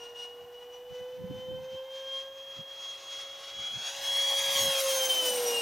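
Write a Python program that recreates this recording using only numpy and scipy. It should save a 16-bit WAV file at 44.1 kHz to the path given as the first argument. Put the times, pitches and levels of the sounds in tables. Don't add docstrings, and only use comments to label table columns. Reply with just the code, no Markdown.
import sys
import numpy as np
from scipy import signal
from scipy.fft import rfft, irfft, next_fast_len
from scipy.io import wavfile
from scipy.ndimage import uniform_filter1d

SR = 44100
rng = np.random.default_rng(int(sys.argv[2]) if len(sys.argv) > 2 else 0)


def master_out(mix):
    frames = np.transpose(np.atleast_2d(mix))
    ceiling = np.clip(frames, -1, 1)
    pcm = np.round(ceiling * 32767).astype(np.int16)
    wavfile.write(sys.argv[1], SR, pcm)


N = 247664

# t/s, f/Hz
SHAFT_RATE = [(0, 476.3), (.5, 484.7), (.75, 490.3), (1, 498.3), (1.5, 513.6), (2, 532.7), (2.25, 538.7),
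              (2.5, 543), (2.8, 545.8), (3.5, 550.7), (4.2, 551.7), (4.55, 549.4), (4.72, 544),
              (4.9, 534.8), (5.1, 520.5), (5.25, 505.3), (5.45, 481), (5.62, 466.5)]


def fan(path, twinkle_db, treble_db):
    # t/s, level/dB
    hum_levels = [(0.0, -50), (0.28, -49.5), (0.87, -46), (0.97, -41), (1.41, -41.5), (1.52, -39.5),
                  (2.14, -44), (2.92, -57.5), (3.27, -53), (3.68, -57), (3.74, -70), (3.94, -50.5),
                  (4.88, -31.5), (5.1, -35.5), (5.15, -42.5), (5.27, -35.5), (5.51, -31.5), (5.62, -38.5)]
    # shaft order, relative level/dB, share of the air absorption
    blade_partials = [(18, 2, 0), (24, -3.5, 0.68), (30, -6, 1.2)]
    # shaft order, relative level/dB
    shaft_orders = [(2, 2.5), (3, -0.5), (4, -4), (5, -6), (7, -5.5), (8, -39), (11, -44), (13, -33)]
    near_db, tail, whine_swing_db, octave_swing_db, _ = path
    hum_db = in_time(hum_levels)
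    whine_db = -30.5 + 0.88 * near_db - 0.65 * tail + whine_swing_db
    octave_db = -42.5 + 1.15 * near_db + 1.3 * tail + octave_swing_db
    upper_db = heard(path, db=-51, near_share=1.485, tail_db=13.5, flare_share=1.1)
    buzz_db = 0.51 * hum_db + heard(path, db=-32.5, near_share=0.38, tail_db=-3, flare_share=0.67)
    shaft_hz = in_time(SHAFT_RATE) * (1 + 0.00028 * drift(2.98))
    angle = 2 * np.pi * np.cumsum(shaft_hz) / SR
    out = from_db(hum_db + 0.1) * wavering(angle, rough=0.11, rate=12)
    out += from_db(whine_db + 0.49 * twinkle_db) * wavering(6 * angle, rough=0.12, rate=45)
    out += from_db(octave_db + twinkle_db) * wavering(12 * angle, rough=0.7, rate=11)
    for order, db, share in blade_partials:
        partial_db = upper_db + db + share * treble_db + twinkle_db + flutter_db()
        out += from_db(partial_db) * wavering(order * angle, rough=0.73, rate=43)
    for order, db in shaft_orders:
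        out += from_db(buzz_db + db) * wavering(order * angle, rough=0.53, rate=8.3)
    return out


def scattered_whine(path):
    # t/s, length/s, multiple of the shaft rate, level/dB
    returns = [(3.662, .14, 5.6, -48.5), (4.543, 0.16, 5.75, -38.5)]
    angle = 2 * np.pi * np.cumsum(in_time(SHAFT_RATE)) / SR
    halo_db = heard(path, db=-50, near_share=0.46, tail_db=5, flare_share=0.1)
    out = from_db(halo_db) * wavering(6 * angle, rough=1.8, rate=36)
    for s, length, multiple, db in returns:
        out += from_db(db) * bell(s, length) * wavering(multiple * angle, rough=2.5, rate=30)
    return out


def exhaust(path, twinkle_db, treble_db):
    # f/Hz, relative density/dB
    roar_spectrum = [(200, -25.5), (400, -6.5), (600, -1), (800, 4.5), (1050, 0.5), (1300, -12.5),
                     (1800, -5.5)]
    rush_spectrum = [(700, -6), (1250, 6), (1600, 3.5), (2100, 3.5), (2700, 7), (3300, 7), (4200, -48),
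                     (6000, -26)]
    hiss_spectrum = [(2000, -2.5), (3000, -1), (3700, 6), (4600, 1), (5700, 3), (6500, -1), (7300, -6.5),
                     (9000, -37)]
    sizzle_spectrum = [(5000, 4), (7000, 1), (8200, 0), (9400, -0.5), (10800, -2), (12800, -3),
                       (14500, -10), (16500, -5)]
    wake_spectrum = [(100, -20), (200, -12.5), (300, -9), (420, -4.5), (600, 1), (800, -0.5), (1200, -61)]
    roar_db = heard(path, db=-49.5, near_share=0.5, tail_db=5.5, flare_share=0.21)
    roar_db += 9 * bell(s=4.325, length=0.035)
    rush_db = heard(path, db=-40, near_share=0.84, tail_db=-1, flare_share=0.48)
    hiss_db = heard(path, db=-36, near_share=0.99, tail_db=-1, flare_share=1.0)
    sizzle_db = heard(path, db=-43, near_share=1.51, tail_db=9, flare_share=1.27)
    wake_db = heard(path, db=-70, near_share=0.83, tail_db=30.5, flare_share=0.1)
    sizzle = noise(sizzle_spectrum)
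    top = coloured(sizzle, [(8000, -40), (10500, -6), (12500, 0)])
    sizzle = sizzle - top + top * from_db(treble_db + flutter_db())
    out = from_db(roar_db) * noise(roar_spectrum)
    out += from_db(rush_db + 1.3 * twinkle_db) * noise(rush_spectrum)
    out += from_db(hiss_db + 1.36 * twinkle_db) * noise(hiss_spectrum)
    out += from_db(sizzle_db + 0.57 * twinkle_db + flutter_db()) * sizzle
    return out + from_db(wake_db) * noise(wake_spectrum)


def flight():
    # t/s, level/dB relative to the closest point
    nearness = [(0, -29), (1.2, -34.5), (1.75, -32), (2.35, -26.5), (2.75, -22), (2.87, -21), (3.45, -18),
                (3.95, -9.5), (4.2, -3), (4.6, 0), (4.9, -1.5), (5.25, -3.5), (5.62, -6)]
    # t/s, length/s, whine/dB, octave/dB, hiss/dB
    flares = [(0.027, 0.11, 9.5, 20.5, 7.5), (0.216, 0.11, 17, 18.5, 13), (0.63, 0.05, 3.5, 9, 6),
              (0.748, .08, 5, 15, 5), (0.986, 0.12, 6, 14, 7.5), (1.395, 0.11, 14.5, 10, 8.5),
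              (1.546, 0.093, 10, -4, 4.5), (1.775, 0.063, 10.5, 2, 7), (1.937, 0.12, 9, 5, 7.5),
              (2.151, 0.22, 18, 9, 11), (2.603, 0.45, 5, -0.5, 0), (2.891, 0.16, 6.5, 12.5, 6.5),
              (3.163, 0.17, 7, 7, 8), (3.68, .15, 6.5, 0, 1), (3.86, .09, 0, 8, 3.5),
              (4.15, 0.37, 5.5, -2, 2), (4.604, 0.093, 1.5, 5.5, 4), (4.801, 0.025, -0.5, 7, 4),
              (4.91, 0.066, 0.5, 3, 2.5), (5.036, 0.091, 4, 6, 1), (5.115, 0.052, 8, 3, 1.5),
              (5.194, 0.037, 7, -0.5, -2), (5.268, 0.044, 3.5, 1, 4), (5.482, 0.12, -4, 11, 1.5),
              (5.578, 0.095, 5.5, 2, 0)]
    dropouts = [(1.184, 0.32, -4.5, 0, 0), (2.318, 0.12, -3, 3, -4), (3.023, 0.055, -8, 6, 5.5),
                (3.43, 0.11, -1.5, -18, 6), (3.975, 0.095, -12.5, 2, 1), (4.841, 0.037, -21, 1, 0),
                (4.967, 0.067, -9.5, 3, 0), (5.082, 0.017, -16, -5, -3), (5.409, 0.1, -11.5, -9, -3)]
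    nose_on_hz, tail_on_drop_hz = 552, 55.6
    tail = np.sqrt(np.clip((nose_on_hz - in_time(SHAFT_RATE)) / tail_on_drop_hz, 0, 1))
    swings_db = sum(np.outer(dbs, bell(s, length)) for s, length, *dbs in flares + dropouts)
    return in_time(nearness), tail, *swings_db


def heard(path, db, near_share, tail_db, flare_share):
    near_db, tail, _, _, flare_db = path
    return db + near_share * near_db + tail_db * tail + flare_share * flare_db


def wavering(phase, rough, rate):
    in_phase = (1 + rough * drift(rate)) * np.sin(phase)
    quadrature = rough * drift(rate) * np.cos(phase)
    return np.sqrt(2 / (1 + 2 * rough ** 2)) * (in_phase + quadrature)


def flutter_db():
    return 1.23 * drift(11.6)


def over_ground(x):
    # t/s, lag/ms
    ground_lag = [(0, 2.75), (.7, 2.48), (1.2, 2.15), (2.2, 1.4), (2.9, 1.35), (3.35, 1.27), (3.65, 1.18),
                  (3.95, .94), (4.25, .8), (4.52, .76), (4.72, .92), (4.9, 1.45), (5.05, 2.2), (5.25, 3.2),
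                  (5.39, 3.66), (5.62, 3.6)]
    # lag/ms, phase/rad
    bounce_phase = [(1.35, 4.03), (1.75, 4.1), (2.4, 5.36), (3.3, 5.87)]
    # f/Hz, gain/dB
    grass_response = [(500, 0), (2000, -0.5), (4000, -3.5), (8000, 2), (14000, -18)]
    lag_ms = in_time(ground_lag)
    grazing = np.interp(lag_ms, [0.88, 1.36], [1, 0])
    strength = 0.42 + 0.2 * grazing
    dull = coloured(x, grass_response)
    reflected = dull + 0.6 * grazing * (x - dull)
    analytic = signal.hilbert(reflected, next_fast_len(N))[:N]
    phase = np.interp(lag_ms, *np.transpose(bounce_phase))
    bounce = np.real(np.exp(1j * phase) * delayed(analytic, lag_ms / 1000))
    return (x + strength * bounce) / np.sqrt(1 + strength ** 2)


def far_echo(x, lag_s, level_db):
    dull = signal.sosfilt(signal.butter(1, 3500, fs=SR, output="sos"), x)
    return from_db(level_db) * delayed(dull, lag_s)


def ports(x, diffuse):
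    # f/Hz, gain/dB
    side_response = [(100, -8), (1000, -42), (3000, -24), (6000, -19.5), (10000, -10.5), (15000, -1.5)]
    # f/Hz, left minus right/dB
    balance = [(250, 0.5), (500, -1), (1400, -1.94), (3000, 0.83), (6000, 1.5), (10000, 1.5), (14000, 2.5)]
    side = coloured(diffuse, side_response)
    left = coloured(x, [(hz, db / 2) for hz, db in balance])
    right = coloured(x, [(hz, -db / 2) for hz, db in balance])
    return np.array([left + side, right - side])


def wind(lumpy_db):
    # t/s, length/s, level/dB
    gusts = [(0.437, 0.038, -59), (.92, 0.025, -47), (1.014, 0.046, -58.5), (1.254, 0.13, -46.5),
             (1.354, 0.09, -51), (1.525, 0.18, -47), (1.743, 0.035, -52), (2.592, .05, -51),
             (3.603, 0.083, -55), (3.761, 0.077, -53.5), (4.165, 0.44, -65), (4.516, 0.085, -53.5),
             (4.648, 0.089, -42)]
    # f/Hz, relative density/dB
    gust_spectrum = [(20, -34), (50, -14), (100, -2), (170, -2), (250, -8), (350, -15), (600, -24),
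                     (1500, -47)]
    breeze_spectrum = [(20, -1), (60, 3), (120, -3), (250, -26)]
    # t/s, level/dB, f/Hz
    buffets = [(1.241, -33.5, 190), (1.308, -34.5, 276), (2.589, -50, 153), (4.645, -53, 180)]
    t = np.arange(N) / SR
    eddies = np.array([rms_one(noise(gust_spectrum) * from_db(lumpy_db * drift(18))) for _ in range(2)])
    force = sum(from_db(db) * bell(s, length) for s, length, db in gusts)
    breeze = np.array([noise(breeze_spectrum), noise(breeze_spectrum)])
    out = force * eddies + from_db(-74) * breeze
    for s, db, hz in buffets:
        cycles = np.maximum(t - s, 0) * hz
        out += from_db(db) * np.sin(2 * np.pi * cycles) * np.exp(-cycles / 2.15)
    return out * from_db([[-1.7], [1.7]])


def camera():
    # f/Hz, relative density/dB
    floor_spectrum = [(20, -11), (100, -5.5), (300, -6.5), (800, -4.5), (2000, -7.5), (5000, -15.5),
                      (9000, -18.5), (16000, -23)]
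    whistle_hz, whistle_db, sag_db = 14224.5, -67.5, -4
    pictures_per_s, slip_turns, slip_s = 50, 0.43, 0.004
    t = np.arange(N) / SR
    common = from_db(-66) * noise(floor_spectrum)
    separate = from_db(-69) * np.array([noise(floor_spectrum), noise(floor_spectrum)])
    scan = uniform_filter1d(t * pictures_per_s % 1, size=int(slip_s * SR))
    phase = 2 * np.pi * (whistle_hz * t - slip_turns * scan)
    return common + separate + from_db(whistle_db + sag_db * scan) * np.sin(phase)


def from_db(db):
    return 10 ** (np.asarray(db) / 20)


def rms_one(x):
    return x / np.sqrt(np.mean(np.abs(x) ** 2) + 1e-20)


def in_time(rows):
    return np.interp(np.arange(N) / SR, *np.transpose(rows))


def bell(s, length):
    return np.exp2(-np.minimum((2 * (np.arange(N) / SR - s) / length) ** 2, 60))


def coloured(x, spectrum):
    size = next_fast_len(N)
    hz, db = np.transpose(spectrum)
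    bin_hz = np.arange(size // 2 + 1) * SR / size
    gain = from_db(np.interp(np.log(bin_hz + 1), np.log(hz), db))
    return irfft(rfft(x, size) * gain, size)[..., :N]


def noise(spectrum):
    below, above = (spectrum[0][0] / 2, -90), (spectrum[-1][0] * 2, -90)
    return rms_one(coloured(rng.standard_normal(N), [below, *spectrum, above]))


def drift(rate):
    hop, settling_steps = 40, 2000
    pole = np.exp(-2 * np.pi * hop * rate / SR)
    white = rng.standard_normal(N // hop + settling_steps + 2)
    slow = signal.lfilter([1], [1, -2 * pole, pole * pole], white)[settling_steps:]
    return np.interp(np.arange(N) / hop, np.arange(len(slow)), rms_one(slow))


def delayed(x, lag_s):
    return np.interp(np.arange(N) - lag_s * SR, np.arange(N), x, left=0)


def scene():
    path = flight()
    near_db = path[0]
    twinkle_db = (0.48 - 0.0477 * near_db) * drift(8.2)
    treble_db = 2.5 + 0.43 * near_db
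    tones = fan(path, twinkle_db, treble_db) + scattered_whine(path)
    rush = exhaust(path, twinkle_db, treble_db)
    jet = tones + over_ground(rush)
    jet += far_echo(jet, lag_s=0.44, level_db=-25.5)
    diffuse = delayed(tones, lag_s=0.000396) + delayed(rush, lag_s=0.035)
    return ports(jet, diffuse) + wind(lumpy_db=3) + camera()


def record(dry):
    thinned = signal.sosfilt(signal.butter(1, 40, "high", fs=SR, output="sos"), dry)
    return signal.sosfilt(signal.ellip(10, 0.2, 80, 16000, fs=SR, output="sos"), thinned)


dry = scene()
out = record(dry)
master_out(out)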